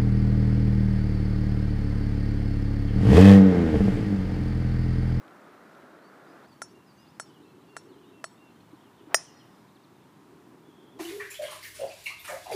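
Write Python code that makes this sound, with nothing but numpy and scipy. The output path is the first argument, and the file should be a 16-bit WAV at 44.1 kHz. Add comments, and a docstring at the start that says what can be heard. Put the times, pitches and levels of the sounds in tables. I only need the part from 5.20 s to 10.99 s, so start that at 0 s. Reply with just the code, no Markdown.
"""Golf ball juggled and driven

A building's forecourt hums, then the scene cuts to an open golf course with far birds.
A golfer bounces a ball four times on his driver's face, steps in and hits it out of the air.
The hollow metal head rings; as it flies away the Doppler effect flattens the ring, which
glides back up as the head slows. The turf and a line of trees answer faintly."""
import sys
import numpy as np
from scipy import signal
from scipy.fft import rfft, irfft, next_fast_len
from scipy.io import wavfile
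from scipy.ndimage import map_coordinates

SR = 44100
rng = np.random.default_rng(int(sys.argv[2]) if len(sys.argv) > 2 else 0)


def dump_mix(stems):
    """Bounce the given channels to the path in sys.argv[1] as a 16-bit WAV at rate SR."""
    frames = np.atleast_2d(stems).T  # one column per channel
    limited = np.clip(frames, -1, 1)  # hard clip at full scale
    pcm = np.round(limited * 32767).astype(np.int16)
    wavfile.write(sys.argv[1], SR, pcm)


N = 255339
TOP_HZ, SOUND_SPEED_M_S = 15350, 343


def amp(db):
    """Decibels to gain."""
    return 10 ** (np.asarray(db) / 20)


def unit(x):
    """Scale to rms 1."""
    return x / np.sqrt(np.mean(x ** 2) + 1e-20)


def along(points, hz):
    """Read (freq_hz, value) rows on a log axis."""
    freq_hz, values = np.transpose(points)
    return np.interp(np.log(hz + 1), np.log(freq_hz + 1), values)


def curve(rows):
    """One value per sample from (time_s, value) rows."""
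    return np.interp(np.arange(N) / SR, *np.transpose(rows))


def wobble(rate_hz):
    """Smooth random curve."""
    knots = rng.standard_normal(int(N * rate_hz / SR) + 4)
    return map_coordinates(knots, [np.arange(N) * rate_hz / SR])


def filtered(x, response):
    """Apply a gain that depends on frequency."""
    size = next_fast_len(len(x) + SR // 4)
    return irfft(rfft(x, size) * response(np.fft.rfftfreq(size, 1 / SR)), size)[:len(x)]


def butter(x, edge_hz, kind):
    """Butterworth filter, 12 dB per octave."""
    return signal.lfilter(*signal.butter(2, edge_hz, kind, fs=SR), x)


def noise(spectrum):
    """Shaped noise of rms 1."""
    return unit(filtered(rng.standard_normal(N), lambda hz: amp(along(spectrum, hz))))


def add(track, start_s, sound):
    """Mix a sound into the track."""
    part = track[round(start_s * SR):][:len(sound)]
    part += sound[:len(part)]


# freq_hz, density_db
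FORECOURT_SPECTRUM = [(25, -44), (50, -34), (90, -16.5), (180, -5.5), (320, -0.5), (450, -6), (640, -6),
                      (950, -10), (1380, -6.5), (1900, -16), (2850, -26), (4700, -30), (7000, -34.5),
                      (15000, -39)]
COURSE_SPECTRUM = [(25, -42.5), (45, -36.5), (75, -13), (130, -0.5), (190, -0.5), (330, -4), (470, -12.5),
                   (750, -11), (980, -8.5), (1500, -16), (2300, -22), (3200, -26), (6000, -30.5),
                   (15000, -35.5)]
RUMBLE_SPECTRUM = [(90, -51), (190, -16), (280, 3), (390, 2.5), (520, -13), (900, -35), (2000, -69)]
# time_s, level_db
RUMBLE_LEVEL = [(1.27, -70.5), (1.58, -56.5), (1.78, -69), (2.28, -56), (2.46, -58.5), (2.7, -53),
                (3.2, -64.5), (3.7, -64), (3.85, -59.5), (4.2, -64.0), (4.98, -64.5), (5.08, -58.5),
                (5.45, -57.5), (5.6, -63.5), (5.75, -54.0)]


def air(cut_s=1.265, fade_s=0.0075):
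    """Steady forecourt hum, then the quieter course with swells of low rumble."""
    forecourt = amp(-52 + 0.66 * wobble(7.55)) * noise(FORECOURT_SPECTRUM)
    course = amp(-57 + 0.45 * wobble(4.6)) * noise(COURSE_SPECTRUM)
    rumble = amp(curve(RUMBLE_LEVEL) + 1.6 * wobble(20)) * noise(RUMBLE_SPECTRUM)
    on_course = np.clip((np.arange(N) / SR - cut_s) / fade_s + 0.5, 0, 1)
    return (1 - on_course) * forecourt + on_course * (course + rumble)


# start_s, level_db
TICKS = [(.0802, -42.5), (.549, -43)]


def ticks(band_hz=(1000, 3500), t60_s=0.013):
    """Faint dry ticks on the forecourt."""
    out, t = np.zeros(N), np.arange(SR // 20) / SR
    for start_s, level_db in TICKS:
        add(out, start_s, amp(level_db - 60 * t / t60_s) * rng.standard_normal(len(t)))
    return butter(out, band_hz, 'band')


# freq_hz, t60_s
TURF_DECAY = [(300, 0.31), (2000, .3), (6000, .3), (9000, 0.23), (14000, 0.11)]
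TREE_DECAY = [(300, 0.78), (2000, 0.74), (4200, .6), (5200, 1.1), (6000, 0.59), (7500, 0.5), (14000, .1)]


def scatter(x, decay, delay_s, rise_s):
    """Diffuse outdoor echo: builds after a delay, each frequency dying at its own rate."""
    hz, t, bins = signal.stft(rng.standard_normal(SR), SR, nperseg=256)
    tail = signal.istft(bins * amp(-60 * t / along(decay, hz)[:, None]), SR, nperseg=256)[1]
    tail *= np.clip((np.arange(len(tail)) / SR - delay_s) / rise_s, 0, 1)
    return signal.fftconvolve(x, tail / np.linalg.norm(tail))[:N]


def bird_note(length_s, bend_hz):
    """Pure tone bending through three pitches."""
    progress = np.linspace(0, 1, int(length_s * SR))
    pitch_hz = np.polyval(np.polyfit([0, 0.5, 1], bend_hz, 2), progress)
    envelope = np.sqrt(np.abs(np.sin(np.pi * progress)))
    return envelope * np.sin(2 * np.pi * np.cumsum(pitch_hz) / SR)


# time_s, level_db
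FLOCK_LEVEL = [(0, -81), (1.7, -80), (2.3, -74.5), (4.3, -76.5), (5.25, -85)]


def flock(centre_hz=3350, pitch_spread=0.21, bend_spread=0.1, flutter_db=3, count=450):
    """Far birds overlap in short twitters, each with its own pitch and bend."""
    out = np.zeros(N)
    for when, length, *draws in rng.random((count, 6)):
        pitch, *bend = 2 * np.array(draws) - 1
        bend_hz = centre_hz * np.exp(pitch_spread * pitch + bend_spread * np.array(bend))
        add(out, when * N / SR, bird_note(0.022 + 0.04 * length, bend_hz))
    return amp(curve(FLOCK_LEVEL)) * unit(out * amp(flutter_db * wobble(120)))


def trill(start_s=5.37, attack_s=0.16, centre_hz=3350, level_db=-71.5, waver=0.038, flutter_db=3):
    """One bird holds a note that wavers fast in pitch and strength."""
    pitch_hz = centre_hz * np.exp(waver * wobble(130))
    note = np.sin(2 * np.pi * np.cumsum(pitch_hz) / SR) * amp(flutter_db * wobble(60))
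    swell = np.clip((np.arange(N) / SR - start_s) / attack_s, 0, 1)
    return amp(level_db) * swell * unit(note)


# length_s, start_pitch_ratio, end_pitch_ratio
UPSLUR_SHAPE = (0.057, .74, 1.12)
ARCH_SHAPE = (.072, .88, 1.0)
DOWNSLUR_SHAPE = (0.066, 1.13, 0.94)
WHISTLE_SHAPE = (0.122, 0.99, 0.96)
CHIRP_SHAPE = (0.056, 1.2, .94)
CHIP_SHAPE = (.028, 1.24, 0.78)
# start_s, mid_pitch_hz, relative_db
UPSLURS = [(1.22, 4190, -68), (1.462, 4500, -67), (1.855, 4780, -64)]
ARCHES = [(.82, 4550, -67), (1.06, 4950, -67.5), (1.772, 5000, -64.5), (1.94, 5100, -71),
          (2.835, 3710, -66)]
DOWNSLURS = [(1.278, 4670, -64), (1.66, 4780, -61.5), (1.755, 6050, -72), (2.045, 4940, -65.5),
             (2.806, 2920, -65.5)]
WHISTLES = [(1.514, 2780, -66), (1.77, 2830, -65), (1.79, 3450, -72), (2.221, 2670, -67),
            (2.472, 2770, -61.5), (2.915, 2714, -65.5), (3.18, 2760, -62.5), (4.108, 4330, -69)]
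CHIRPS = [(2.065, 3150, -63), (2.135, 3000, -65), (2.715, 3250, -69), (3.638, 2950, -65),
          (3.773, 3000, -63), (4.056, 2940, -61), (4.192, 2975, -62)]
CHIPS = [(4.478, 3700, -70), (4.549, 3900, -62.5), (4.635, 3950, -62.5)]


def birds(gain_db=-1.8, flutter_db=3):
    """A few birds repeat six kinds of note, higher or lower."""
    song = np.zeros(N)
    kinds = [(UPSLUR_SHAPE, UPSLURS), (ARCH_SHAPE, ARCHES), (DOWNSLUR_SHAPE, DOWNSLURS),
             (WHISTLE_SHAPE, WHISTLES), (CHIRP_SHAPE, CHIRPS), (CHIP_SHAPE, CHIPS)]
    for (length_s, start_ratio, end_ratio), notes in kinds:
        for start_s, mid_hz, relative_db in notes:
            note = bird_note(length_s, [start_ratio * mid_hz, mid_hz, end_ratio * mid_hz])
            add(song, start_s, amp(relative_db + gain_db) * note)
    return song * amp(flutter_db * wobble(70))


# start_s, level_db
STEPS = [(3.529, -43), (3.869, -44)]


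def footsteps(thud_hz=310, rise_s=0.0039):
    """Two soft footfalls on turf."""
    out, t = np.zeros(N), np.arange(SR // 8) / SR
    envelope = 2 * (t / rise_s) ** 2 * np.exp(-t / rise_s)
    for start_s, level_db in STEPS:
        add(out, start_s, amp(level_db) * envelope * np.sin(2 * np.pi * thud_hz * t))
    return out


# freq_hz, density_db
SWISH_SPECTRUM = [(60, -57.5), (200, -24), (450, -3.5), (700, 0), (1400, -5.5), (3000, -20), (5000, -32),
                  (10000, -50.5)]


def swish(peak_s=3.922, peak_db=-48.5, rise_db_per_s=362, fall_db_per_s=140):
    """Air torn by the club, loudest where the head is fastest, just before the blow."""
    after_s = np.arange(N) / SR - peak_s
    level_db = peak_db + np.minimum(rise_db_per_s * after_s, -fall_db_per_s * after_s)
    return amp(level_db) * noise(SWISH_SPECTRUM)


# freq_hz, bounce_db, full_blow_db, base_t60_s
KNOCK_MODES = [(450, -18, -16, 0.012), (666, -15, -14, .015), (850, -14.5, -9.5, 0.013),
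               (1125, -10.5, -17.5, 0.013), (1375, -5.5, -11, 0.012), (1540, -14.5, -32, .008),
               (1717, -5.5, -12, 0.014), (1884, -27, -5.5, 0.012), (2560, -19, -11.5, 0.0095),
               (3030, -13, -12, .003)]


def knock(t, force, contact_hz, linger_hz, crack_db, crack_t60_s, crack_low_hz):
    """Pock and brief crack of ball on face: force (0-1) brightens it, modes near linger_hz last longer."""
    body = np.zeros(len(t))
    for hz, bounce_db, full_blow_db, base_t60_s in KNOCK_MODES:
        level_db = bounce_db + force * (full_blow_db - bounce_db)
        t60_s = base_t60_s * (1 + 0.96 * np.exp(-(np.log(hz / linger_hz) / 0.088) ** 2))
        body += amp(level_db - 60 * t / t60_s) * np.cos(2 * np.pi * hz * t)
    body = butter(body, contact_hz, 'low')
    body = butter(body, 350, 'high')  # a small body radiates little bass
    body -= 2 * signal.lfilter(*signal.iirpeak(1400, Q=3.3, fs=SR), body)  # all-pass: mids swell late
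    crack_band_hz = [crack_low_hz, np.clip(4.1 * contact_hz, 5000, TOP_HZ)]
    crack = butter(rng.standard_normal(len(t)), crack_band_hz, 'band')
    return body + amp(crack_db - 60 * t / crack_t60_s) * crack


# freq_hz, centre_hit_db, edge_hit_db, t60_s
HEAD_MODES = [(4356, -28, -4, .15), (5480, -3, -9.5, 0.15), (6095, 0, -13, 0.096), (6775, -9.5, -17, 0.13),
              (7020, -12, -20, .1), (7520, -8.5, -8, 0.073), (7940, -11, 3.5, 0.083), (8100, -21, -9, .07),
              (9200, -17.5, -9, .08), (9607, 0.5, -0.5, 0.078), (10400, -15, -26, .05),
              (10800, -28, -21, .06), (12290, -18, -34, .04), (13870, -25.5, -32, .06),
              (14780, -17.5, -24, .07), (15500, -17, -28, .07)]


def head_ring(age_s, off_centre, contact_hz):
    """Modes of the hollow head: the spot struck sets their mix, a soft contact spares the highest."""
    hz, centre_db, edge_db, t60_s = np.transpose(HEAD_MODES)[:, :, None]
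    rolloff = np.sqrt(1 + (hz / (6.5 * contact_hz)) ** 12)
    strength = amp(centre_db + off_centre * (edge_db - centre_db)) / rolloff
    modes = strength * amp(-60 * age_s / t60_s) * np.sin(2 * np.pi * hz * age_s)
    return butter(modes.sum(axis=0), 2000, 'high')  # the ring keeps only its treble


# start_s, knock_db, ring_db, off_centre_ratio, contact_hz, linger_hz, ground_lag_ms
BOUNCES = [(1.4186, -22.5, -38, 0.2, 1740, 1385, 1.38), (1.9982, -21.5, -36.5, 0.6, 1560, 1240, 1.35),
           (2.5664, -23, -42.5, 0.56, 1500, 1520, 4.25), (3.0417, -20, -42, 0.88, 1610, 655, 1.6)]


def bounces(ground_db=-11, golfer_db=-16, golfer_lag_ms=3.1, shimmer_db=-43):
    """Ball bouncing on the face: the knock reflects off ground and golfer, the ring off the turf."""
    out, to_turf, t = np.zeros(N), np.zeros(N), np.arange(SR // 2) / SR
    for start_s, knock_db, ring_db, off_centre, contact_hz, linger_hz, ground_lag_ms in BOUNCES:
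        pock = knock(t, 0, contact_hz, linger_hz, crack_db=-9, crack_t60_s=0.019, crack_low_hz=3230)
        pock *= amp(knock_db)
        ring = head_ring(t, off_centre, contact_hz)
        add(out, start_s, pock + amp(ring_db) * ring)
        add(out, start_s + ground_lag_ms / 1000, amp(ground_db) * pock)
        add(out, start_s + golfer_lag_ms / 1000, amp(golfer_db) * pock)
        add(to_turf, start_s, amp(knock_db) * ring)
    return out + amp(shimmer_db) * scatter(to_turf, TURF_DECAY, delay_s=0.024, rise_s=0.052)


# start_s, knock_db, ring_db, off_centre_ratio, contact_hz, linger_hz, ground_lag_ms
FULL_BLOW = (3.9446, -4.5, -18, 0, 3130.5, 610.5, 1.64)
# after_blow_s, direct_m_s, ground_image_m_s
RECEDING_SPEED = [(0, 25.5, 22.5), (.017, 26, 35.5), (0.056, 10, 22), (.1, -0.5, 8), (.3, 3, 5)]


def drive(ground_knock_db=-9, ground_ring_db=-14, fade_db_per_s=160, shimmer_db=-29):
    """Full blow: the ring arrives directly and off the ground, each path with its own Doppler glide."""
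    out, to_turf, t = np.zeros(N), np.zeros(N), np.arange(SR // 2) / SR
    start_s, knock_db, ring_db, off_centre, contact_hz, linger_hz, ground_lag_ms = FULL_BLOW
    after_blow_s, *speeds = np.transpose(RECEDING_SPEED)
    direct_m_s, image_m_s = [np.interp(t, after_blow_s, speed) for speed in speeds]

    def receding_ring(speed_m_s):
        """The ring, flattened as the head moves away."""
        age_s = np.cumsum(SOUND_SPEED_M_S / (SOUND_SPEED_M_S + speed_m_s)) / SR
        return amp(ring_db) * head_ring(age_s, off_centre, contact_hz)

    pock = knock(t, 1, contact_hz, linger_hz, crack_db=-18.5, crack_t60_s=0.022, crack_low_hz=2400)
    pock *= amp(knock_db)
    turning_away = amp(-fade_db_per_s * t)
    add(out, start_s, pock + turning_away * receding_ring(direct_m_s))
    reflection = amp(ground_knock_db) * pock + amp(ground_ring_db) * receding_ring(image_m_s)
    add(out, start_s + ground_lag_ms / 1000, reflection)
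    # turf at each bearing returns a different Doppler shift
    shifted = [receding_ring(share * direct_m_s) for share in np.linspace(-0.4, 1, 6)]
    add(to_turf, start_s, sum(shifted) / np.sqrt(len(shifted)))
    return out + amp(shimmer_db) * scatter(to_turf, TURF_DECAY, delay_s=0.005, rise_s=0.14)


def scene():
    """Club and ball close by, birds far off, with outdoor echoes over the background air."""
    club = bounces() + drive()
    song = birds() + flock() + trill()
    turf_echo = amp(-31) * scatter(club, TURF_DECAY, delay_s=0.005, rise_s=0.04)
    tree_echo = amp(-43.5) * scatter(club, TREE_DECAY, delay_s=0.113, rise_s=0.12)
    song_echo = amp(-10) * scatter(song, TURF_DECAY, delay_s=0.011, rise_s=0.02)
    golfer = club + turf_echo + tree_echo + swish() + footsteps()
    return (golfer + song + song_echo + air() + ticks())[None]


def record(dry):
    """Soft-clip the loudest peak and cut everything above TOP_HZ."""
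    rounded = dry / (1 + dry ** 4) ** (1 / 4)
    return np.array([filtered(channel, lambda hz: hz < TOP_HZ) for channel in rounded])


dry = scene()
out = record(dry)
dump_mix(out)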